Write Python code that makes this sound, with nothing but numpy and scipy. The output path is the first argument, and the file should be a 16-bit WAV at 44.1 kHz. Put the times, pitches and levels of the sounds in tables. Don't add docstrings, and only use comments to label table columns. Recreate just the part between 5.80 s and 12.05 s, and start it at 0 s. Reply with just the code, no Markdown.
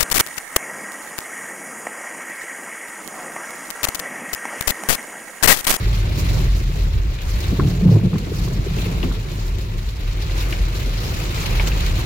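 import sys
import numpy as np
from scipy import signal
from scipy.fft import rfft, irfft, next_fast_len
from scipy.io import wavfile
from scipy.ndimage import uniform_filter1d

SR = 44100
rng = np.random.default_rng(int(sys.argv[2]) if len(sys.argv) > 2 else 0)


def wav_record(signal):
    frames = np.transpose(np.atleast_2d(signal))
    bounded = np.clip(frames, -1, 1)
    quanta = np.round(bounded * 32767).astype(np.int16)
    wavfile.write(sys.argv[1], SR, quanta)


def voltage_ratio(decibels):
    exponent = np.asarray(decibels, float) / 20
    return 10 ** exponent


N = 275625


def rms_one(x):
    return x / np.sqrt(np.mean(x ** 2) + 1e-20)


def in_time(rows):
    s, *columns = np.transpose(rows)
    return [np.interp(np.arange(N) / SR, s, column) for column in columns]


def at_hz(points, hz, column=1):
    points = np.array(points)
    return np.interp(np.log(hz), np.log(points[:, 0]), points[:, column])


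def drift(rate):
    step, warm_up = 40, 2000
    r = np.exp(-2 * np.pi * rate * step / SR)
    noise = rng.standard_normal(N // step + 2 + warm_up)
    slow = signal.lfilter([1], [1, -2 * r, r * r], noise)[warm_up:]
    return np.interp(np.arange(N) / step, np.arange(len(slow)), rms_one(slow))


def swells(rows, heights):
    t = np.arange(0, N + 64, 64) / SR
    total = sum(height * np.exp(-2 * ((t - row[0]) / row[1]) ** 2) for row, height in zip(rows, heights))
    return np.interp(np.arange(N) / SR, t, total)


def resonate(x, hz, width_hz):
    r = np.exp(-np.pi * width_hz / SR)
    feedback = [1, -2 * r * np.cos(2 * np.pi * hz / SR), r * r]
    return signal.lfilter((1 - r * r) / 2 * np.array([1, 0, -1]), feedback, x)


# f/Hz, share heard alike [0-1], left-right level/dB, lag of right port/ms
PORT_PAIR = [(41.3, 0.99, 0.3, 0.024), (121, 0.98, -1, 0.033), (317, 0.68, 0.5, 0.039),
             (645, 0.37, 2.5, 0.44), (1300, 0.37, 0.5, 0.42), (2430, 0.4, 2, 0.43), (4570, 0.033, 3, 0.39),
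             (7100, 0.027, -10, .41), (9500, 0.061, -2.5, .41), (13800, .1, 1.4, .41)]


def ports(three, hz):
    alike, pan_db = at_hz(PORT_PAIR, hz), at_hz(PORT_PAIR, hz, column=2)
    lag = round(at_hz(PORT_PAIR, hz, column=3) * SR / 1000)
    shared = np.array([three[0], np.roll(three[0], lag)])
    both = np.sqrt(alike) * shared + np.sqrt(1 - alike) * three[1:]
    return both * voltage_ratio([[pan_db / 2], [-pan_db / 2]])


def near(three, hz):
    alike, pan_db = 0.6, 4
    both = np.sqrt(alike) * three[0] + np.sqrt(1 - alike) * three[1:]
    return both * voltage_ratio([[pan_db / 2], [-pan_db / 2]])


def body(force, modes):
    total = 0
    for k, (hz, width_hz, db) in enumerate(modes):
        ring = resonate(resonate(force, hz, width_hz), hz, 2.83 * width_hz)
        total = total + (-1) ** k * voltage_ratio(db) / np.sqrt(width_hz) * ports(ring, hz)
    return rms_one(total)


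def steadied(x, share):
    swing = np.sqrt(uniform_filter1d(np.mean(x ** 2, axis=0), size=1100) + 0.078)
    return rms_one(x / swing ** share)


def bank(force, spectrum, patchy_db):
    size = next_fast_len(N)
    hz_axis = np.maximum(np.arange(size // 2 + 1) * SR / size, 1)
    coloured = rfft(force, size) * voltage_ratio(at_hz(spectrum, hz_axis))
    lowest, highest = spectrum[0][0], spectrum[-1][0]
    for hz in lowest * 2 ** np.arange(0, np.log2(highest / lowest), 0.5):
        window = np.cos(np.pi * np.clip(np.log2(hz_axis / hz), -0.5, 0.5)) ** 2
        band = irfft(coloured * window, size)[:, :N]
        yield hz, voltage_ratio(patchy_db * drift(33)) * ports(band, hz)


def drops(per_s, spread_db):
    sizes = voltage_ratio(spread_db * np.minimum(rng.exponential(1, (3, N)), 6))
    sizes = sizes * rng.choice([-1, 1], (3, N))
    return rms_one(sizes * (rng.random((3, N)) < per_s / SR))


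BLOW = 4000


def burst(rise_s, fall_s):
    t = np.arange(BLOW) / SR
    return (1 - np.exp(-t / rise_s)) * np.exp(-t / fall_s)


def blows(events, partials, width, crack_db, fall_s, hardness, rise_s, hear=ports):
    out = np.zeros((2, N))
    envelope = burst(rise_s, fall_s) + voltage_ratio(-12.5) * burst(0.0011, 0.013)
    for (s, db, hz), noise in zip(events, rng.standard_normal((len(events), 3, BLOW))):
        at = round(s * SR)
        rattle = noise * envelope
        rattle[:, round(rise_s * SR)] += voltage_ratio(crack_db)
        for _ in range(2):
            rattle = resonate(rattle, hz, hardness * hz)
        sound = 0
        for ratio, part_db in partials:
            part_hz = hz * ratio
            sound = sound + voltage_ratio(part_db) * hear(resonate(rattle, part_hz, width * part_hz), part_hz)
        out[:, at:at + BLOW] += voltage_ratio(db) * sound / np.abs(sound.mean(axis=0)).max()
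    return out


# t/s, patter level/dB
SHOWER = [(0.0, -35.5), (0.26, -37), (0.65, -37), (0.85, -42), (1.01, -39.5), (1.2, -41.5), (1.69, -36.5),
          (1.85, -40), (2.3, -42.5), (2.85, -39.5), (3.05, -35.5), (3.33, -40), (4.14, -43.5), (4.6, -35.5),
          (4.92, -37), (5.5, -35.5), (5.73, -31), (6.25, -35.5)]
# t/s, length/s, rise in level/dB
SPRAY_SHEETS = [(0.155, 0.11, 2), (0.396, 0.042, 9.5), (0.54, 0.17, 4.5), (0.657, .04, 3.5),
                (0.71, 0.026, -1), (0.783, 0.054, 7), (0.976, 0.11, 4), (1.385, .04, -5.5),
                (1.512, 0.093, 6), (1.786, 0.024, 6.5), (1.9, 0.11, 6), (2.14, 0.054, 5.5),
                (2.603, 0.15, 6.5), (2.987, 0.051, 3.5), (3.107, 0.046, 2.5), (3.527, 0.072, 2.5),
                (3.67, 0.12, 5.5), (3.816, 0.037, 3), (4.046, 0.048, 4), (4.357, .07, -3.5),
                (4.613, 0.1, 3.5), (4.715, 0.033, 7.5), (4.97, 0.05, 3.5), (5.27, 0.091, 6.5),
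                (5.417, 0.068, 5.5), (5.49, 0.031, 0.5), (5.59, 0.094, 4), (5.88, 0.017, 9.5),
                (5.96, 0.033, 0.5), (6.19, 0.021, 4)]


def downpour():
    shower_db, = in_time(SHOWER)
    sheet_db = swells(SPRAY_SHEETS, [row[2] for row in SPRAY_SHEETS])
    in_patter = 0.32
    return shower_db + in_patter * sheet_db, -6.5 + (1 - in_patter) * sheet_db


# t/s, length/s, boom level/dB
GUST_SWELLS = [(0.024, 0.29, -14.5), (0.28, .07, -19), (0.532, 0.16, -13), (0.708, 0.095, -12),
               (0.876, 0.1, -19.5), (1.042, 0.077, -14), (1.176, 0.068, -9.5), (1.282, 0.045, -15.5),
               (1.47, 0.041, -17.5), (1.56, 0.055, -15.5), (1.7, 0.056, -15), (1.83, 0.053, -11),
               (2.004, 0.082, -18), (2.12, 0.063, -27), (2.246, 0.032, -25), (2.631, 0.036, -18),
               (2.792, 0.031, -14.5), (2.93, 0.15, -22.5), (3.18, 0.055, -16.5), (3.293, 0.075, -18.5),
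               (3.707, 0.14, -23.5), (3.97, 0.032, -20), (4.075, 0.024, -18.5), (4.266, 0.085, -22),
               (4.576, 0.27, -21), (4.816, 0.049, -15), (5.04, 0.19, -23), (5.5, 0.46, -27),
               (5.802, 0.17, -15), (6.09, 0.2, -16)]
# t/s, level/dB
DRUMMING = [(0.0, -24.5), (0.1, -24), (0.3, -23.5), (0.4, -18.5), (0.85, -25), (1.05, -25.5), (1.23, -34),
            (1.3, -28), (1.45, -35), (1.65, -27), (3.54, -27), (4.2, -31.5), (4.36, -29), (4.9, -27.5),
            (5.4, -27), (5.77, -24), (6.13, -25), (6.25, -29)]
# f/Hz, width/Hz, level/dB
CABIN_AIR = [(41.4, 12, 1), (49.3, 12.7, -2), (63, 19, -5.5)]
# f/Hz, width/Hz, level/dB
BODY_PANELS = [(96.3, 14.8, 0), (133.4, 38.6, -5), (175.5, 41, -5), (190.4, 48, -9.5)]
# f/Hz, level per Hz/dB
RUSH_COLOUR = [(120, -13), (200, -1.5), (372, 2.5), (431, -5), (486, -6), (595, -6), (851, -14),
               (1000, -14.5), (1300, -72), (2200, -120)]


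def wind():
    noise = rng.standard_normal((3, 3, N))
    lull_db = -26
    boom = voltage_ratio(lull_db) + swells(GUST_SWELLS, voltage_ratio(np.array(GUST_SWELLS)[:, 2] - 3.5))
    drum_db, = in_time(DRUMMING)
    patter_db = downpour()[0]
    rush_db = -37 + 0.41 * (drum_db - drum_db.mean()) + 0.6 * (patter_db - patter_db.mean())
    gusty = noise[2] * voltage_ratio(2 * drift(20))
    rush = rms_one(sum(band for hz, band in bank(gusty, RUSH_COLOUR, patchy_db=-2)))
    booming = boom * steadied(body(noise[0], CABIN_AIR), share=0.67)
    drumming = voltage_ratio(drum_db) * steadied(body(noise[1], BODY_PANELS), share=0.29)
    return booming + drumming + voltage_ratio(rush_db) * rush


def flurries(per_s, strength, fall_s):
    landings = rng.exponential(strength, N) * (rng.random(N) < per_s / SR)
    fall, rise = np.exp(-1 / (fall_s * SR)), np.exp(-1 / (0.0025 * SR))
    sinking = signal.lfilter([1], [1, -fall], landings)
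    return np.sqrt(1 + signal.lfilter([1 - rise], [1, -rise], sinking))


# t/s, peak level/dB, left-right level/dB
SPRAY_HANDFULS = [(0.0742, -30, -2.0), (0.1286, -24, 9), (0.3556, -27, 1), (0.3895, -35, 1),
                  (0.4903, -23.5, -2.0), (0.5891, -32, -5), (0.839, -35, 0), (1.4167, -28, -4),
                  (1.6033, -21, -0.5), (2.381, -23, 3), (3.2296, -26, 0), (3.5149, -26, -9),
                  (3.783, -23.5, 4), (3.98, -28, 3), (4.089, -25, -4), (4.1899, -32, 4), (4.6029, -23, -4),
                  (5.0599, -25, 1), (5.0938, -28, -3), (5.2021, -24, 6), (5.233, -23, 6), (5.3408, -26, 3),
                  (5.4914, -33, 10), (5.5438, -19, 6), (5.6583, -13.5, -2), (5.8296, -35, -3),
                  (6.0048, -22, -11), (6.063, -15, -1), (6.1544, -20, 4), (6.197, -26, 4)]
# f/Hz, level per Hz/dB
GLASS_COLOUR = [(450, 1.5), (700, -5), (1100, -1), (1700, -5), (2200, -3), (2800, -4.5), (3400, -7),
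                (4100, -3.5), (5200, -6.5), (7200, -12), (8600, -20), (11000, -14), (14000, -15),
                (16400, -13.5)]


def rain():
    patter_db, spray_db = downpour()
    force = drops(4000, spread_db=2.5) + 1.28 * rng.standard_normal((3, N))
    swell = np.ones((2, N + BLOW))
    for s, db, pan_db in SPRAY_HANDFULS:
        at = round(s * SR)
        height = voltage_ratio(db - 20 - patter_db[at] - spray_db[at]) * voltage_ratio([[pan_db / 2], [-pan_db / 2]])
        swell[:, at:at + BLOW] += height * burst(0.001, 0.007)
    swell = swell[:, :N] * flurries(56, strength=0.26, fall_s=0.014) * voltage_ratio(drift(42))
    patter, spray = 0, 0
    for hz, band in bank(force, GLASS_COLOUR, patchy_db=1.6):
        band = band * swell ** np.clip(0.93 * np.log(hz / 900), 0.35, 1.3)
        if hz < 5000:
            patter = patter + band
        else:
            spray = spray + band
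    return voltage_ratio(patter_db + 2) * (rms_one(patter) + voltage_ratio(spray_db) * rms_one(spray))


def pings():
    hits = drops(500, spread_db=2.5)
    dealt = rng.integers(0, 8, (3, N))
    rings = 0
    for k, hz in enumerate(np.geomspace(1500, 3600, 8)):
        ring = resonate(hits * (dealt == k) + 1e-18, hz, 0.34 * hz)
        rings = rings + voltage_ratio(at_hz(GLASS_COLOUR, hz)) * ports(ring, hz)
    return voltage_ratio(downpour()[0] - 8.5) * rms_one(rings)


# t/s, peak level/dB, ring f/Hz, thump of the roof sheet level/dB
FAT_DROPS = [(1.136, -33, 1880, -40), (1.3862, -25, 2360, -66), (1.6656, -26, 2430, -48),
             (2.9846, -22, 2560, -38), (3.2275, -17, 2700, -24.5), (3.485, -33, 2310, -40),
             (4.4942, -26, 2000, -36), (4.7246, -13, 2180, -34), (5.5777, -20, 2060, -55),
             (5.6077, -28, 2480, -52), (5.7955, -11.5, 2240, -19.5), (5.8727, -19, 2840, -43),
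             (5.916, -19, 2550, -41)]


def drips():
    cracks = blows([row[:3] for row in FAT_DROPS],
                   [(0.75, 12), (1, 15), (1.27, 1), (1.5, -7), (1.85, -6)], width=0.13,
                   crack_db=9, fall_s=0.0035, hardness=1.12, rise_s=0.001996, hear=near)
    roof_hz = 654
    thumps = blows([(s + 0.00313, db + 0.5, roof_hz) for s, _, _, db in FAT_DROPS],
                   [(0.6, 5), (1, 0), (1.4, -5), (1.9, -28)], width=0.61,
                   crack_db=-6, fall_s=0.0089, hardness=1.45, rise_s=0.0005)
    return cracks + thumps


# t/s, peak level/dB, ring f/Hz
JOINT_THUDS = [(1.722, -19, 268), (1.791, -13.5, 313), (2.079, -27, 293), (2.114, -18, 422),
               (2.167, -16.5, 346), (2.255, -19, 320), (2.347, -20, 326), (2.515, -18.5, 357),
               (2.67, -27.5, 357), (2.862, -19.5, 391), (2.964, -27, 390), (3.059, -26.5, 376),
               (3.234, -17.5, 269)]
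# t/s, peak level/dB, ring f/Hz
JOINT_CLACKS = [(1.7965, -14.5, 1100), (2.089, -27, 1010), (2.331, -26.5, 1030), (2.356, -26.5, 1040),
                (2.677, -31, 1050), (3.236, -30, 1100), (3.314, -26.5, 1190)]


def joints():
    thuds = blows(JOINT_THUDS, [(0.5, -16), (1, 7), (1.25, -5), (1.6, -23)], width=0.16,
                  crack_db=12, fall_s=0.0045, hardness=0.58, rise_s=0.00041)
    clacks = blows(JOINT_CLACKS, [(0.5, -12), (0.84, 15), (1, 24), (1.2, 10), (1.45, -4)], width=0.2,
                   crack_db=19, fall_s=0.005, hardness=1, rise_s=0.00067, hear=near)
    return thuds + clacks


# t/s, rubbing level/dB
BLADE_DRAG = [(1.6, -65), (1.72, -34.5), (1.9, -30), (2.1, -36.5), (2.4, -35.5), (2.75, -40.5), (2.94, -49),
              (3.29, -28.5), (3.55, -60)]
# t/s, length/s, arm level/dB, linkage level/dB
BLADE_JERKS = [(1.732, 0.02, -24, -21), (1.82, 0.039, -16.5, -21), (1.893, 0.062, -17.5, -39),
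               (1.97, 0.032, -23, -40), (2.041, .04, -30, -17), (2.081, 0.039, -12, -10),
               (2.147, 0.054, -6.5, -23), (2.257, 0.036, -15.5, -13.5), (2.344, 0.031, -35, -15.5),
               (2.41, 0.024, -49, -30), (2.466, 0.018, -39, -49), (2.618, 0.086, -27, -37),
               (2.752, 0.097, -26.5, -32), (2.96, 0.11, -29.5, -30.5), (3.09, .1, -29, -31)]
# f/Hz, width/Hz, level/dB
ARM_MODES = [(106, 6.7, -0.5), (124.7, 9.2, 5.5), (133.4, 34, 4.5)]
# f/Hz, width/Hz, level/dB
LINKAGE_MODES = [(156.2, 9.2, -7.5), (179, 5.7, -2.5), (207.1, 8.1, -8)]
# f/Hz, width/Hz, level/dB
BLADE_MODES = [(270.6, 43, 9), (346, 20, -0.5), (398, 106, 7.5), (458, 150, -1.5), (587, 120, -3)]


def wiper():
    drag = voltage_ratio(in_time(BLADE_DRAG)[0])
    arm, linkage = (swells(BLADE_JERKS, voltage_ratio(db)) for db in np.transpose(BLADE_JERKS)[2:])
    slips = drops(250, spread_db=3) + 0.63 * rng.standard_normal((3, N))
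    slips[1:] = 0.5 * slips[1:]
    arm_judder = (arm + voltage_ratio(-1.5) * drag) * steadied(body(slips, ARM_MODES), share=0.46)
    linkage_judder = (linkage + voltage_ratio(1.5) * drag) * steadied(body(slips, LINKAGE_MODES), share=0.54)
    rubbing = (drag + voltage_ratio(-20) * (arm + linkage)) * body(slips, BLADE_MODES)
    return arm_judder + linkage_judder + rubbing + joints()


def scene():
    return wind() + rain() + pings() + drips() + wiper()


def roll_off(x):
    return signal.sosfilt(signal.butter(12, 16800, fs=SR, output="sos"), x)


def record(dry):
    bass_cut_hz, top_cut_hz = 25.7, 15900
    thin = signal.sosfilt(signal.butter(2, bass_cut_hz, "high", fs=SR, output="sos"), dry)
    rounded = 0.95 * np.tanh(thin / 0.95)
    mix = signal.sosfilt(signal.ellip(12, 0.5, 70, top_cut_hz, fs=SR, output="sos"), rounded)
    return roll_off(mix)


dry = scene()
out = record(dry)
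wav_record(out)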